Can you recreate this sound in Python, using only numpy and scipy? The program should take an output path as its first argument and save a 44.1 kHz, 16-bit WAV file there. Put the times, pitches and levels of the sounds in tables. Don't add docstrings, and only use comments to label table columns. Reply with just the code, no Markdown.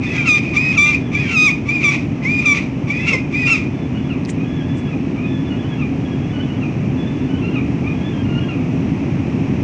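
import sys
import numpy as np
from scipy import signal
from scipy.fft import rfft, irfft, next_fast_len
from scipy.io import wavfile

SR = 44100
rng = np.random.default_rng(int(sys.argv[2]) if len(sys.argv) > 2 else 0)


def wav_out(sig):
    wavfile.write(sys.argv[1], SR, np.round(np.clip(np.atleast_2d(sig).T, -1, 1) * 32767).astype(np.int16))


N = 424683
TIME = np.arange(N) / SR


def falcon():
    # onset and end in seconds; first, top and last pitch in Hz;
    # onset, held, last and rasp level in dB.
    whistles = [ (.045, .125, 1228, 1271, 1270, -22.5, -31.5, -23.5, -31),
                (.182, 0.254, 1258, 1150, 1160, -18.5, -17.5, -26, -29),
                (.45, 0.534, 1226, 1255, 1232, -37, -29.5, -25, -34),
                (0.569, 0.719, 1167, 1262, 1260, -9.5, -18, -15, -29.5),
                (1.151, 1.302, 1158, 1240, 1162, -15, -21.5, -31, -29),
                (1.692, 1.802, 1153, 1240, 1198, -14, -20, -20, -32),
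                (2.254, 2.403, 1038, 1210, 1215, -18, -18.5, -13.5, -32.5),
                (2.904, 3.062, 1142, 1230, 1310, -15, -25.5, -27, -31.5),
                (3.343, 3.47, 1172, 1259, 1228, -20, -20, -12, -31.5), ]
    # start of the hold, then entry, hold and tail length in seconds; entry, held,
    # last and cracked pitch in Hz; the same four as levels in dB; rasp and tail rasp in dB.
    screeches = [ (0.292, .04, .05, .09, 1380, 1238, 1203, 1208, -14, -10, -13, -15.5, -33, -22),
                 (0.781, .025, .12, 0.11, 1386, 1169, 1198, 1173, -19.5, -8.5, -13, -19, -35, -23.5),
                 (1.373, 0.097, .09, 0.11, 1400, 1243, 1242, 1082, -19.5, -11.5, -10, -12.5, -42, -23.5),
                 (1.845, 0.02, 0.055, 0.14, 1400, 1189, 1134, 1178, -21, -10.5, -13.5, -26.5, -25, -19.5),
                 (2.46, 0.022, 0.071, 0.14, 1400, 1196, 1144, 1203, -24.5, -10.5, -12, -27.5, -33, -19),
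                 (3.086, .025, 0.023, 0.034, 1381, 1368, 1343, 1274, -20, -15, -19.5, -27, -24.5, -27),
                 (3.136, .02, .015, 0.12, 1100, 1070, 1041, 1033, -23.5, -12, -19.5, -27.5, -31, -33),
                 (3.495, .03, 0.03, 0.14, 1378, 1367, 1342, 1214, -16.5, -19.5, -9, -18, -24, -22), ]
    # frequency in Hz, spectral level in dB.
    rasp_colour = [(1200, -13), (1650, -23), (2100, -2), (2450, 5), (2900, -15), (3500, -15.5),
                   (4400, -21.5), (6000, -19.5), (9500, -46.5)]
    # frequency in Hz, gain in dB.
    overtone_colour = [(3000, -28), (3700, -19.5), (4400, -46), (5000, -19), (6000, -23.5), (7000, -31),
                       (8500, -44.5)]
    # start and end in seconds, depth 0 to 1.
    flutters = [(0.852, 0.932, 0.45), (1.384, 1.45, 0)]
    # start and end in seconds, first and
    # last pitch in Hz, level in dB.
    undertones = [(0.06, 0.205, 1950, 2030, -36.5), (0.154, 0.275, 1410, 1405, -42),
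                  (0.6, 0.727, 1926, 1870, -40), (1.158, 1.27, 2020, 1800, -42),
                  (2.926, 3.114, 1926, 2160, -35.5), (3.331, 3.467, 2090, 1915, -35)]
    wobble, rough_wobble, rough_waver_db = .0037, .02, 5
    odd_lift_db, effort = 21, .4
    hoarse, shatter = .55, 3
    out = np.zeros(N)
    rasp = coloured(rasp_colour) * amp(1.5 * drift(60))
    flutter = sum(depth * np.clip(np.minimum(TIME - start, end - TIME) / .012, 0, 1)
                  for start, end, depth in flutters)
    for rows in [whistle(*row) for row in whistles] + [screech(*row) for row in screeches]:
        span, ends, (hz, tone_db, rasp_db, fundamental_db) = stretch(rows)
        rough = np.clip(amp(rasp_db - tone_db), 0, 1) ** 2
        phase = turns(hz, wobble + rough_wobble * rough)
        tone_db = tone_db + rough_waver_db * rough * drift(40, len(hz))
        tone = amp(tone_db) * np.sin(2 * phase) + amp(fundamental_db) * np.sin(phase)
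        intact = np.clip(1 - shatter * flutter[span], 0, 1)
        for k in range(3, 8):
            base_db = fundamental_db + odd_lift_db if k % 2 else tone_db
            overtone_db = base_db + effort * (tone_db + 9) + at_hz(overtone_colour, k * hz)
            flicker = intact + (hoarse + flutter[span]) * drift(280, len(hz))
            tone += flicker * amp(overtone_db) * np.sin(k * phase)
        tone *= np.sqrt(2) * (1 + flutter[span] * np.sin(phase / 4))
        breath = np.hypot(amp(rasp_db), amp(tone_db - 20))
        breath_ends = stretch(rows, fade=.02)[1]
        out[span] += ends * tone + breath_ends * breath * rasp[span]
    for start, end, from_hz, to_hz, db in undertones:
        span, ends, (hz,) = stretch([(start, from_hz), (end, to_hz)], fade=.014)
        husk = amp(db + 5.1 * drift(30, len(hz)))
        out[span] += ends * husk * np.sqrt(2) * np.sin(turns(hz, wobble))
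    return out


def whistle(s, end, first_hz, top_hz, last_hz, onset_db, held_db, last_db, rasp_db):
    puff_s, attack_s, settle_s, scoop_s, flare_s, choke_s = .035, .013, .03, .06, .03, .052
    puff_db, attack_db = -14, -25
    early, later = -23, -31.5
    choked = (last_hz, last_db - 21, rasp_db + 5.5, last_db + later)
    held = (held_db, rasp_db, held_db + later)
    return sorted([(s - puff_s, first_hz, onset_db + puff_db, rasp_db, onset_db + later),
                   (s - attack_s, first_hz, onset_db + attack_db, rasp_db, onset_db + early),
                   (s, first_hz, onset_db, rasp_db, onset_db + early),
                   (s + settle_s, first_hz + .69 * (top_hz - first_hz), *held),
                   (min(s + scoop_s, end - flare_s - attack_s), top_hz, *held),
                   (end - flare_s, last_hz, min(held_db, last_db), rasp_db, held_db + later),
                   (end, last_hz, last_db, rasp_db, last_db + later),
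                   (end + attack_s, *choked), (end + choke_s, *choked)])


def screech(s, entry_s, hold_s, tail_s, entry_hz, held_hz, last_hz, cracked_hz,
            entry_db, held_db, last_db, cracked_db, rasp_db, tail_rasp_db):
    crack, tail_hz = s + hold_s + .03, 1227
    swell_db, entry_fundamental_db, tail_fundamental_db = 16, -10.5, -20
    sagged_hz = entry_hz - .3 * (entry_hz - held_hz)

    def tail(after_s, hz, tone_drop_db, rasp_drop_db):
        tone_db = cracked_db - tone_drop_db
        return crack + after_s, hz, tone_db, tail_rasp_db - rasp_drop_db, tone_db + tail_fundamental_db

    soft_db = entry_db - swell_db
    return sorted([(s - entry_s, entry_hz, soft_db, rasp_db, soft_db + entry_fundamental_db),
                   (s - .3 * entry_s, sagged_hz, entry_db, rasp_db, entry_db + entry_fundamental_db),
                   (s, held_hz, held_db, rasp_db, held_db - 19.5),
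                   (s + hold_s, last_hz, last_db, rasp_db, last_db - 17),
                   tail(0, cracked_hz, 0, 0),
                   tail(.015, tail_hz, 5, 0),
                   tail(.33 * tail_s, tail_hz, 10, 10),
                   tail(tail_s, tail_hz, 23.5, 23.5)])


def far_bird():
    # start and end in seconds, first and last frequency in Hz, level in dB.
    wails = [(0.057, 0.264, 3530, 3040, -43.5), (0.714, 0.767, 3635, 3000, -46),
             (1.001, 1.108, 3400, 3290, -51), (1.162, 1.324, 3420, 3040, -41),
             (2.948, 3.06, 3440, 3370, -46), (3.72, 3.865, 3480, 3430, -54), (3.945, 4.1, 3420, 3320, -52),
             (4.438, 4.904, 3346, 3410, -48.5), (5.248, 5.78, 3450, 3350, -47),
             (6.046, 6.598, 3320, 3335, -50.5), (6.968, 7.525, 3500, 3270, -50),
             (7.93, 8.498, 3350, 3320, -48)]
    # start and length in seconds, frequency in Hz, lift in dB.
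    breaks = [(3.942, 0.033, 2900, 12), (5.5, 0.061, 2870, 5), (5.639, 0.033, 3000, 4),
              (6.336, 0.079, 2950, 10.5), (6.471, 0.088, 2966, 8), (7.293, 0.075, 3000, 6),
              (7.418, 0.073, 2674, 14.5), (8.135, 0.092, 3207, 3), (8.245, .15, 2800, 8)]
    # start in seconds, level in dB.
    yelps = [(4.095, -36.5), (4.88, -38.5), (5.777, -33.5), (6.607, -37), (7.533, -31), (8.485, -33.5)]
    # start and length in seconds, first frequency in Hz, level in dB.
    rising_whistles = [(4.376, .08, 2466, -40.5), (5.155, 0.12, 2290, -37), (7.837, 0.0946, 2257, -35)]
    arch_hz, jump_s, jump_dip_db = 38.6, .012, -14.5
    out = np.zeros(N)
    for start, end, from_hz, to_hz, db in wails:
        span, ends, (hz, bow) = stretch([(start, from_hz, 0), (end, to_hz, np.pi)], fade=.005)
        hz = hz + arch_hz * (2 * np.sin(bow) - 1)
        for s, length, low_hz, lift_db in breaks:
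            low = np.clip(np.minimum(TIME[span] - s, s + length - TIME[span]) / jump_s + 1, 0, 1)
            hz = hz + low * (low_hz - hz)
            db = db + low * lift_db + jump_dip_db * np.sin(np.pi * low)
        out[span] += ends * far_note(hz, db, wobble=.014)
    for s, db in yelps:
        span, ends, (hz,) = stretch([(s, 2880), (s + .07, 2240)], fade=.011)
        out[span] += ends * far_note(hz, db, wobble=.025)
    top_hz = 2490
    for s, length, from_hz, db in rising_whistles:
        rise = [(s, from_hz), (s + .6 * length, top_hz), (s + length, top_hz)]
        span, ends, (hz,) = stretch(rise, fade=.009)
        out[span] += ends * far_note(hz, db, wobble=.004)
    return out


def far_note(second_hz, db, wobble):
    # pitch in Hz, level in dB against the second harmonic.
    fundamental_levels = [(1250, -12), (1700, -2)]
    hz = second_hz / 2
    phase = turns(hz * (1 + .009 * drift(8, len(hz))), wobble)
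    husk = amp(db + 4 * drift(20, len(hz)))
    fundamental = amp(at_hz(fundamental_levels, hz)) * np.sin(phase)
    return husk * np.sqrt(2) * (fundamental + np.sin(2 * phase) + amp(-24) * np.sin(3 * phase))


def ledge_scuffs():
    # peak time in seconds, level in dB before the filter, rise and decay time in
    # seconds, band centre in Hz.
    scuffs = [(3.145, -0.5, .015, 453), (4.294, -15, .0048, 2100), (4.301, -22, .0082, 7300),
              (4.784, -39, .017, 7000)]
    claw_ticks = [(4.2513, -14, .0002, 4800), (4.2583, -18, .0003, 4500)]
    out = np.zeros(N)
    for s, db, decay_s, hz in scuffs + claw_ticks:
        span = slice(int((s - 4 * decay_s) * SR), int((s + 4 * decay_s + .003) * SR))
        grit = rng.standard_normal(len(TIME[span])) * np.exp(-np.abs(TIME[span] - s) / decay_s)
        band = signal.butter(1, [hz * .9, hz * 1.135], "band", fs=SR, output="sos")
        out[span] += amp(db) * signal.sosfilt(band, grit)
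    return out


def roof_echoes(sound, t60_s):
    lag = TIME[:SR // 2]
    walls = rng.standard_normal(len(lag)) * amp(-60 * lag / t60_s) * (lag > .008)
    return signal.fftconvolve(sound, walls / np.linalg.norm(walls))[:N]


def city():
    # frequency in Hz, spectral level in dB.
    background_colour = [(28, -47.5), (45, -20.5), (80, -7.5), (142, 0), (200, -5.5), (263, -2),
                         (514, -22.5), (627, -23), (1220, -32), (1490, -38), (2510, -29), (3700, -48),
                         (4500, -52.5), (5830, -46.5), (7100, -56.5), (7500, -70), (9340, -90.5)]
    # resonance and its width in Hz, level in dB against the background noise.
    ducts = [(136.7, 2.6, -16.5), (267.2, 6.2, -11)]
    # time in seconds, level in dB.
    levels = [(0, -20), (4, -19.5), (9.63, -17)]
    drones = 0
    for hz, width_hz, db in ducts:
        radius = np.exp(-np.pi * width_hz / SR)
        feedback = [1, -2 * radius * np.cos(2 * np.pi * hz / SR), radius * radius]
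        ring = signal.lfilter([1, 0, -1], feedback, rng.standard_normal(N))
        drones = drones + amp(db) * rms_one(ring)
    return amp(np.interp(TIME, *np.transpose(levels))) * rms_one(coloured(background_colour) + drones)


def amp(db):
    return 10 ** (np.asarray(db) / 20)


def rms_one(x):
    return x / np.sqrt(np.mean(x ** 2) + 1e-20)


def at_hz(points, hz):
    point_hz, point_db = np.transpose(points)
    return np.interp(np.log(hz), np.log(point_hz), point_db)


def drift(rate_hz, size=N):
    r = np.exp(-2 * np.pi * rate_hz / SR)
    slow = signal.lfilter([1], [1, -2 * r, r * r], rng.standard_normal(size + 9000))[9000:]
    return rms_one(slow - slow.mean())


def coloured(spectrum):
    size = next_fast_len(N)
    hz = np.arange(size // 2 + 1) * SR / size + 1
    slope = np.minimum(hz / spectrum[0][0], 1) ** 2
    shaped = rfft(rng.standard_normal(size)) * slope * amp(at_hz(spectrum, hz))
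    return rms_one(irfft(shaped, size)[:N])


def stretch(rows, fade=.002):
    s, *columns = np.transpose(rows)
    span = slice(int(s[0] * SR), int(s[-1] * SR))
    t = TIME[span]
    ends = np.clip(np.minimum(t - t[0], t[-1] - t) / fade, 0, 1)
    return span, ends, [np.interp(t, s, column) for column in columns]


def turns(hz, wobble):
    return 2 * np.pi * np.cumsum(hz * (1 + wobble * drift(58.7, len(hz)))) / SR


def scene():
    near, far = falcon(), far_bird()
    echoes = roof_echoes(near + amp(9) * far, t60_s=.3)
    return (near + far + amp(-14) * echoes + ledge_scuffs() + city())[None]


def record(dry):
    lowpass = signal.cheby2(12, 70, 10600, fs=SR, output="sos")
    return signal.sosfilt(lowpass, 1.126 * np.tanh(dry / 1.148))


dry = scene()
out = record(dry)
wav_out(out)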